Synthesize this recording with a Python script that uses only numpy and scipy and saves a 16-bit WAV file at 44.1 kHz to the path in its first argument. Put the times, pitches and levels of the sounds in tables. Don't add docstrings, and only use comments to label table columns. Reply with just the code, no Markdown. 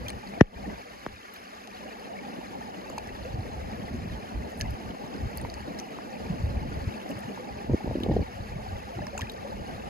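import sys
import numpy as np
from scipy import signal
from scipy.fft import rfft, irfft
from scipy.io import wavfile
from scipy.ndimage import uniform_filter1d, minimum_filter1d

SR = 44100
rng = np.random.default_rng(int(sys.argv[2]) if len(sys.argv) > 2 else 0)


def store_pcm(level_fs):
    pcm = np.round(np.clip(level_fs, -1, 1) * 32767).astype(np.int16)
    wavfile.write(sys.argv[1], SR, np.atleast_2d(pcm).T)


def magnitude_from_level(level_db):
    exponent = np.asarray(level_db, float) / 20
    return 10 ** exponent


N = 436149


def evened(x):
    return x / np.sqrt(np.mean(x ** 2) + 1e-20)


def coloured(x, spectrum):
    hz = np.fft.rfftfreq(N, 1 / SR)
    point_hz, point_db = np.transpose(spectrum)
    gain_db = np.interp(np.log(hz + 1), np.log(point_hz), point_db, -90, -90)
    return evened(irfft(rfft(x) * magnitude_from_level(gain_db), N))


def curve(rows, column):
    rows = np.array(rows)
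    return np.interp(np.arange(N) / SR, rows[:, 0], rows[:, column])


def flicker(hz, depth_db):
    knots = rng.standard_normal(N // 200 + 2)
    smooth = uniform_filter1d(knots, int(220 / hz) + 1)
    slow = evened(uniform_filter1d(smooth, int(110 / hz) + 1))
    wander = np.interp(np.arange(N) / 200, np.arange(len(knots)), slow)
    return evened(magnitude_from_level(depth_db * wander))


def add(mix, start_s, sound):
    part = mix[:, round(start_s * SR):][:, :sound.shape[-1]]
    part += sound[..., :part.shape[-1]]


# pitch_hz, right_lead_turns, likeness (0-1)
PORT_PAIR = [(0, 0, .8), (350, .05, .6), (550, .4, .7), (1150, .43, .7), (1450, .53, .9), (1900, .98, .6),
             (2800, 1.08, .7), (3300, 1.43, .6), (4700, 2.0, .85), (5700, 2.4, .3), (6500, 3.07, .75),
             (8200, 3.5, .93), (11600, 4.0, .93), (14800, 4.5, .93)]


def ports(near, other=None):
    hz = np.fft.rfftfreq(N, 1 / SR)
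    point_hz, lead_turns, likeness = np.transpose(PORT_PAIR)
    right = rfft(near) * np.exp(2j * np.pi * np.interp(hz, point_hz, lead_turns))
    if other is not None:
        same = np.interp(hz, point_hz, likeness)
        right = same * right + np.sqrt(1 - same ** 2) * rfft(other)
    return np.array([near, irfft(right, N)])


def bubbles(lo_hz, hi_hz, per_s, cycles, spread_db, count=24):
    out = np.zeros(N)
    size = magnitude_from_level(spread_db * np.minimum(rng.exponential(1, N), 5))
    size = size * (rng.random(N) < per_s / SR)
    kind = rng.integers(0, count, N)
    for k, hz in enumerate(np.geomspace(lo_hz, hi_hz, count)):
        u = np.arange(int(3 * cycles * SR / hz)) * hz / SR / cycles
        rising = np.sin(2 * np.pi * cycles * (u + .012 * u ** 2))
        grain = u ** 2 * np.exp(-4 * u) * rising
        out += signal.oaconvolve(size * (kind == k), grain * hz / 1000)[:N]
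    return evened(out)


def water(lo_hz, hi_hz, per_s, cycles, spread_db, wash):
    return bubbles(lo_hz, hi_hz, per_s, cycles, spread_db) + wash * rng.standard_normal(N)


# pitch_hz, level_db (per Hz)
FIZZ_COLOUR = [(150, -63), (220, 13.5), (900, -3.5), (1150, 8), (1500, 6.5), (2000, 3.5), (2600, 1),
               (3300, -4.5), (4500, -5), (6000, -13.5), (7800, -14.5), (11500, -19.5), (14800, -22),
               (16500, -9)]
# pitch_hz, level_db (per Hz)
CHURN_COLOUR = [(120, -30), (200, 9.5), (300, -8), (500, 4.5), (850, 5), (1100, -12)]
# start_s, breeze_db, stir_db
WEATHER_COURSE = [(0, -53, -39), (.75, -50, -45), (.85, -55.5, -50.5), (1.25, -66, -56), (1.7, -60, -49),
                  (2.3, -58, -38), (2.9, -54, -40.5), (3.3, -41.5, -39.5), (4.2, -49.5, -38),
                  (5.1, -56, -37), (5.6, -42.5, -39.5), (5.85, -61, -38), (6.25, -50, -39),
                  (6.85, -45, -37.5), (7.0, -58, -35.5), (8.3, -46, -46), (8.9, -48.5, -44),
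                  (9.89, -47, -40)]


def brook():
    churn_top_db = -44.5
    fizz, churn = [], []
    for _ in "LR":
        spatter = 1.69 * bubbles(5180, 15200, 5000, 4.1, 1.8, count=10)
        fizz.append(coloured(water(885, 6977, 2500, 14.5, 3.92, 1.52) + spatter, FIZZ_COLOUR))
        churn.append(coloured(water(181.5, 989.6, 300, 12.0, 1.77, 0.79), CHURN_COLOUR))
    stir_db = curve(WEATHER_COURSE, 2)
    fizz_db = -47 + 0.077 * (stir_db - churn_top_db)
    churn_db = np.minimum(stir_db, churn_top_db) + 3.0
    balance = magnitude_from_level(np.array([[.6], [-.6]]))
    fizz = ports(*fizz) * balance * magnitude_from_level(fizz_db) * flicker(30, 1.0)
    return fizz + ports(*churn) * magnitude_from_level(churn_db) * flicker(2.2, 0.37)


# start_s, length_s, rumble_db, rushing_db
WIND_PUFFS = [(0, 0.1, -40.5, -50), (0.12, .06, -41, -50), (1.0, .2, -55, -60), (1.8, .1, -60, -40),
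              (5.0, .08, -55, -38), (7.5, .09, -44, -50), (8.45, .2, -42, -60), (0.524, 0.23, -49, -42.5),
              (3.31, .09, -36, -41), (3.46, 0.4, -41, -56), (3.912, 0.17, -36, -40), (4.088, 0.1, -35, -55),
              (4.329, 0.09, -35.5, -41), (4.6, 0.15, -34.5, -59), (4.847, 0.063, -38, -44),
              (5.2, 0.08, -32, -61), (5.36, 0.1, -36, -50), (5.685, 0.097, -51, -39), (6.2, .08, -42, -45),
              (6.31, .04, -30, -36), (6.59, .05, -35, -36), (6.72, .04, -38, -40), (6.81, .04, -38, -42),
              (6.395, 0.12, -29.5, -55), (6.52, 0.06, -33, -38), (6.65, 0.045, -29, -40),
              (6.764, .035, -31, -49), (6.863, .035, -35, -49), (7.085, 0.06, -54, -32.5),
              (7.68, 0.075, -31, -32.5), (7.86, 0.17, -36.5, -34), (8.03, .2, -32, -30),
              (8.4, 0.04, -36, -41), (8.67, .1, -37.5, -57), (8.959, 0.092, -43, -34),
              (9.207, 0.041, -43, -40), (9.507, .12, -36.5, -38), (9.68, 0.075, -50, -40),
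              (9.843, 0.043, -41, -47)]


def puffs(column):
    rise_s, fall_s = 0.056, 0.016
    t, power = np.arange(0, N, 64) / SR, 0
    for row in WIND_PUFFS:
        start_s, length_s = row[:2]
        rise = (t - start_s) / rise_s + .5
        fall = (start_s + length_s - t) / fall_s + .5
        shape = np.clip(np.minimum(rise, fall), 0, 1)
        power = power + magnitude_from_level(2 * row[column]) * np.sin(np.pi / 2 * shape) ** 4
    return np.interp(np.arange(N) / SR, t, power)


# pitch_hz, level_db (per Hz)
RUMBLE_COLOUR = [(15, -42), (35, -4.5), (60, 5.5), (100, 1.5), (160, -5), (260, -16), (500, -44)]
# pitch_hz, level_db (per Hz)
GUST_COLOUR = [(100, -18.5), (220, -3.5), (400, -13.5), (700, -19), (1200, -31.5)]
# start_s, peak_db,
# pitch_hz, length_cycles
PORT_EDDIES = [(0.554, -26, 65.4, 0.91), (0.651, -24.5, 191, 5.6), (0.83, -36, 278, 2.8),
               (1.053, -33, 217, 2.7), (2.763, -27.5, 197, 3.9), (3.332, -18, 116, 1.8),
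               (3.38, -15.5, 96, 1.5), (3.669, -27, 157, 2.2), (3.929, -21, 229, 4.8),
               (4.341, -25, 53.4, 1.3), (4.706, -25, 104, 1.2), (4.848, -24.5, 84.4, 1.6),
               (6.293, -12.5, 175, 2.6), (6.422, -14, 84, 1.9), (6.558, -11.5, 68, 1.1),
               (6.866, -11.5, 99.6, 1.15), (7.151, -24, 110, 1.7), (7.686, -15, 128, 3.3),
               (7.727, -7.5, 88, 0.87), (7.851, -19, 72, 2), (8.087, -13, 127.5, 2.2),
               (8.394, -18, 88, 1.3), (8.551, -21, 152, 2.3), (8.952, -21, 109.5, 2),
               (7.245, -24, 125, 1.6), (8.192, -12, 100, 1.5), (9.002, -22, 165, 1.7),
               (9.226, -19, 170, 1.2), (9.216, -25, 92.5, 1.8),
               (7.642, -21, 227, 1.2), (7.692, -11.5, 247, 1.9), (7.703, -24, 266, 1),
                (7.733, -11, 350, 1.4), (7.741, -4, 272, 1.37), (7.841, -14, 202, 0.95),
                (7.874, -14.5, 259, 1.4), (7.91, -19.5, 231, 1.4), (7.951, -11, 335, 1.94),
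                (7.982, -12, 263, 0.79), (8.003, -15, 262, 1.5), (8.061, -10, 430, 1.6),
                (8.083, -11, 208, 2.4), (8.095, -10, 433, 1.6), (8.106, -10.5, 306, 2.6),
                (8.119, -24, 265, 1.5), (8.137, -21, 410, 1.1), (8.15, -15.5, 205, 2.7),
                (8.163, -6, 420, 2.2), (8.19, -16, 296, 1.3), (8.209, -16, 230, 1.2), (7.693, -22, 560, 3),
                (7.857, -22, 450, 2), (7.873, -20, 540, 2.5), (7.909, -15, 480, 1.6),
                (7.968, -17, 240, 1.5), (8.025, -20, 300, 2.5), (8.112, -13, 520, 2.5),
                (8.084, -20, 520, 2), (8.135, -22, 500, 2.5), (8.978, -26, 330, 3)]


def wind():
    rumble = coloured(rng.standard_normal((2, N)), RUMBLE_COLOUR)
    gust = coloured(rng.standard_normal((2, N)), GUST_COLOUR)
    rumble_power = magnitude_from_level(2 * curve(WEATHER_COURSE, 1)) + puffs(column=2)
    stir_power = magnitude_from_level(2 * curve(WEATHER_COURSE, 2)) - magnitude_from_level(2 * -45.5)
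    gust_power = np.maximum(stir_power, 0) + puffs(column=3)
    rumble = rumble[0] + np.outer([1, -1], 0.33 * rumble[1])
    gust = gust[0] + np.outer([1, -1], 0.66 * gust[1])
    out = rumble * np.sqrt(rumble_power) * flicker(16, 2.2)
    out = out + gust * np.sqrt(gust_power) * magnitude_from_level(-5.5) * flicker(70, 3.4)
    eddies = PORT_EDDIES
    for (start_s, db, hz, cycles), (turn, lag) in zip(eddies, rng.random((len(eddies), 2))):
        u = np.arange(int(2 * cycles * SR / hz)) * hz / SR / cycles
        phase = 2 * np.pi * (cycles * u + turn + np.outer([1, -1], 0.077 * (lag - .5)))
        steepness = 0.38 * (hz > 190)
        swirl = np.sin(phase) + steepness * np.sin(1.604 * phase)
        add(out, start_s, magnitude_from_level(db - 8.5) * np.sin(np.pi * u / 2) ** 2 * swirl)
    return out


# start_s, peak_db, pitch_hz (bubble), crack_db (re peak), length_s
CRACKING_DROPS = [(0.083, -27, 3270, -2, 0.0092), (.094, -32, 4230, 0, 0.0065),
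                  (.102, -25, 8450, -3, 0.003), (0.273, -37, 4500, -20, .005), (1.674, -39, 4600, 5, .0026),
                  (2.982, -28, 4500, 4, .0035), (3.073, -39, 5360, 3, 0.0028),
                  (5.374, -26, 11000, -8, .0015), (4.603, -33, 3000, 0, .002),
                  (4.611, -22, 4500, 5.5, 0.0025), (4.616, -22, 5800, -6, .003),
                  (5.539, -31, 5200, -5, .004), (5.792, -28, 5600, -3, .003),
                  (5.414, -29, 8550, -14, .0025), (5.5, -28, 4500, -8, 0.0036),
                  (5.541, -36, 6500, 0, .0025), (5.788, -26, 5330, -6, 0.003),
                  (5.799, -23, 5940, -7, 0.003), (8.001, -28, 2520, -16, 0.0037),
                  (8.034, -20, 3400, -25, 0.0046), (9.068, -29, 5440, -5, 0.0024),
                  (9.178, -22.5, 7000, -7, 0.0054), (9.21, -22, 2700, -6, 0.004),
                  (9.217, -22, 3240, -3, 0.0029), (9.297, -25, 3700, -6, 0.0059)]
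# start_s, peak_db, pitch_hz (bubble), spray_db (re peak)
SPRAY_FLECKS = [(.083, -27, 5920, -10), (.295, -43, 8950, -14), (1.338, -33, 14000, -12),
                (1.361, -33, 4430, -13), (2.899, -38, 6900, -10), (4.504, -46, 14000, -10),
                (4.518, -43, 6800, -8), (4.575, -42, 10000, -10), (4.586, -43, 8000, -3),
                (4.61, -39, 4800, -1), (4.596, -35, 10900, -6), (4.707, -38, 4800, -5),
                (5.373, -33, 13200, 3), (5.382, -33, 4600, -16), (7.091, -34, 5400, -13),
                (7.098, -46, 12000, -6), (7.106, -40, 7250, -3), (7.19, -37, 9400, -9),
                (7.203, -40, 14500, -7), (9.19, -35, 7500, -8), (9.193, -28, 5900, -16),
                (9.318, -35, 4500, -7)]


def splashes():
    out, t = np.zeros((1, N)), np.arange(1500) / SR
    fine = signal.butter(3, [8000, 15500], "band", fs=SR, output="sos")
    coarse = signal.butter(2, [1500, 8000], "band", fs=SR, output="sos")
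    rows = [(s, db, hz, -22, crack_db, length_s) for s, db, hz, crack_db, length_s in CRACKING_DROPS]
    rows += [(s, db, hz, spray_db, -18, .004) for s, db, hz, spray_db in SPRAY_FLECKS]
    noises = rng.standard_normal((len(rows), 1500))
    for (start_s, db, hz, spray_db, crack_db, length_s), noise in zip(rows, noises):
        u = t / np.clip(length_s, .001, .02)
        spray = magnitude_from_level(spray_db + 1.0) * signal.sosfilt(fine, noise) * np.exp(-(u / .9) ** 2)
        impact = noise * np.exp(-t / .0015) + 2.5 * (t == t[20])
        crack = magnitude_from_level(crack_db) * signal.sosfilt(coarse, impact)
        wobble = 1 + 3.8 * uniform_filter1d(noise[::-1], size=30)
        ring = .5 * wobble * np.sin(2 * np.pi * hz * t * (1 + 0.014 * u)) * np.exp(-1.5 * u)
        onset = 1 - np.exp(-t / .00025)
        add(out, start_s, magnitude_from_level(db) * onset * (spray + crack + ring))
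    return ports(out[0]) * magnitude_from_level(np.array([[1.2], [-1.2]]))


# start_s, peak_db, pitch_hz, length_s, pitch_rise (per length)
AIR_POCKETS = [(9.176, -37, 1420, 0.0025, 0.005), (.064, -40, 2400, .006, .003),
               (.103, -38, 2300, .002, .003), (9.271, -41, 2500, .003, .003), (5.45, -40, 2100, .002, .003),
               (9.199, -42, 2450, .003, .005), (9.018, -42, 1700, .004, .015),
               (9.021, -38, 590, .012, .003), (9.069, -38, 1080, .0015, .01), (7.395, -39, 495, .013, .005),
               (7.18, -41, 590, .01, -.02), (7.295, -41, 440, .012, .01), (7.107, -38, 270, .01, .01),
               (7.28, -36, 215, .012, .01), (2.169, -41.5, 2250, .003, -0.0077),
               (2.189, -39.5, 2220, .004, 0.0066), (2.901, -33, 550, 0.0024, -0.011),
               (2.9, -39, 1140, .002, -0.025), (2.979, -27, 890, 0.0026, -0.004),
               (2.985, -37, 2630, 0.0016, -0.011), (3.089, -42, 1800, .004, 0.044),
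               (3.248, -39, 470, 0.023, 0.055), (7.097, -38, 570, 0.012, 0.02),
               (4.603, -37, 1790, 0.0034, -0.012), (4.617, -39, 1720, 0.0064, -0.006),
               (5.449, -30.5, 860, 0.0023, 0.027), (5.987, -31.5, 980, 0.001, 0.0066),
               (7.375, -35, 860, 0.0031, 0.0052), (7.804, -40.5, 830, 0.01, 0.0077),
               (8.992, -33, 750, 0.0028, 0.023), (9.069, -36, 1750, 0.0015, -0.0058),
               (9.18, -34, 2540, .002, 0.018), (9.191, -34, 830, 0.006, 0.11),
               (9.217, -32, 2050, .002, -0.03), (9.222, -38, 1670, 0.007, 0.03),
               (9.131, -38, 560, .012, .005), (9.151, -36, 700, .005, .03), (9.445, -38, 538, 0.018, 0.023)]


def glugs():
    out, t = np.zeros((2, N)), np.arange(6000) / SR
    port_phase = np.array([[0], [.9]])
    for start_s, db, hz, length_s, rise in AIR_POCKETS:
        u = t / np.clip(length_s, .001, .02)
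        ring = np.sin(2 * np.pi * hz * t * (1 + rise * u) + port_phase)
        add(out, start_s, magnitude_from_level(db + 9.0) * (1 - np.exp(-4 * u)) * np.exp(-u) * ring)
    return out


# low_hz, high_hz, half (0 mid, 1 side), share (of moments)
MUTED_BANDS = [(7520, 8980, 0, 1), (13700, 23000, 0, 1), (10300, 13000, 1, 1), (15750, 23000, 1, 1),
               (6250, 6750, 1, .3), (4700, 5000, 1, .12)]
# start_s, kept_to_hz
SPARED_MOMENTS = [(.1, 16000), (.112, 15800), (.3, 15800), (.41, 15800), (1.065, 10000), (1.338, 16400),
                  (2.9, 15800), (2.983, 16500), (4.51, 15800), (4.58, 15000), (4.61, 16500), (5.375, 16500),
                  (5.415, 15800), (5.54, 15800), (5.79, 15800), (7.1, 15800), (7.2, 15800), (8.034, 14200),
                  (9.068, 15800), (9.18, 14200), (9.32, 15500), (9.34, 15000)]
# pitch_hz, share (of patches)
MUTED_PATCHES = [(2000, 0), (5000, .02), (9000, .07), (14000, .13)]


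def thinned(pair):
    halves = np.array([pair[0] + pair[1], pair[0] - pair[1]]) / 2
    hz, t, halves = signal.stft(halves, SR, nperseg=2048)
    spared_hz = np.max([top * (abs(t - s) < .0125) for s, top in SPARED_MOMENTS], axis=0)
    keep = np.ones(halves.shape)
    for lo_hz, hi_hz, half, share in MUTED_BANDS:
        on, low, high = np.repeat(rng.standard_normal((len(t), 3)), 2, axis=0)[:len(t)].T
        low_edge = lo_hz + 170 * np.round(.6 * low)
        high_edge = hi_hz + 170 * np.round(.6 * high)
        inside = (hz[:, None] > np.maximum(low_edge, spared_hz)) & (hz[:, None] < high_edge)
        keep[half] *= 1 - inside * (on <= np.quantile(on, share))
    cells = rng.random((2, len(t) // 3 + 1, len(hz) // 6 + 1))
    cells = cells.repeat(3, axis=1).repeat(6, axis=2)[:, :len(t), :len(hz)]
    holes = cells.transpose(0, 2, 1) < np.interp(hz, *np.transpose(MUTED_PATCHES))[:, None]
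    kept = halves * keep * ~(holes & (spared_hz == 0))
    mid, side = signal.istft(kept, SR, nperseg=2048)[1][:, :N]
    return np.array([mid + side, mid - side])


# start_s, peak_db, first_half_wave_s (sign is direction), swell_steepness, die_away_s,
# shell_ring_db, tick_db
CASE_KNOCKS = [
    (.4097, 2.5, .0015, 1.3, .0036, -4, -17),
    (1.0637, -20.5, -.00084, .2, .0025, -40, -40),
]


def knocks():
    half_wave_growth = 1.535
    out, t = np.zeros((2, N)), np.arange(1, 4000) / SR
    for start_s, db, first_s, steepness, die_s, ring_db, tick_db in CASE_KNOCKS:
        late = t / np.array([[1.08], [1]])
        u = late / abs(first_s)
        chirp = np.cos(np.pi * np.log(u) / np.log(half_wave_growth))
        bend = np.sign(first_s) * chirp * u ** 3 / (.3 + u ** 3)
        swell = (late / die_s) ** steepness * np.exp(-late / die_s)
        add(out, start_s, magnitude_from_level(db + 3.5) * bend * (swell + 0.1 * np.exp(-late / 0.025)))
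        d = t - .01
        flip = 1.12 * np.exp(-(d / .0004) ** 2) - .12 * np.exp(-(d / .01) ** 2)
        ring = np.where(d < 0, np.exp(d / .0018), flip) * np.cos(2 * np.pi * 1857 * d)
        tick = np.exp(-(d / 0.0004) ** 2) * np.sin(2 * np.pi * 5600 * d)
        shell = (magnitude_from_level(ring_db) * ring + magnitude_from_level(tick_db) * tick) * np.array([[1], [.04]])
        snap_s = d - np.array([[.0004], [.00033]])
        snap = np.exp(-(snap_s / .00027) ** 2) * np.cos(2 * np.pi * 2250 * snap_s)
        add(out, start_s - .0094, shell - magnitude_from_level(db - np.array([[7], [12]])) * snap)
    return out


def scene():
    stream = brook() + splashes() + glugs()
    return thinned(stream) + wind() + knocks()


def roll_off(x):
    return signal.sosfilt(signal.butter(12, 16510, fs=SR, output="sos"), x)


def record(dry):
    power = uniform_filter1d((dry ** 2).mean(0), 400, origin=199)
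    power_db = 10 * np.log10(abs(power) + 1e-12)
    held_db = -minimum_filter1d(-power_db, size=4001, origin=2000)
    fall_db = np.arange(N) * 170.0 / SR
    level_db = np.maximum.accumulate(held_db + fall_db) - fall_db
    over_db = np.maximum(level_db + 16, 0)
    limited = dry / magnitude_from_level(uniform_filter1d(over_db, 600, origin=299))
    mix = signal.oaconvolve(limited, signal.firwin(201, 16400, fs=SR)[None], "same")
    return roll_off(mix)


dry = scene()
out = record(dry)
store_pcm(out)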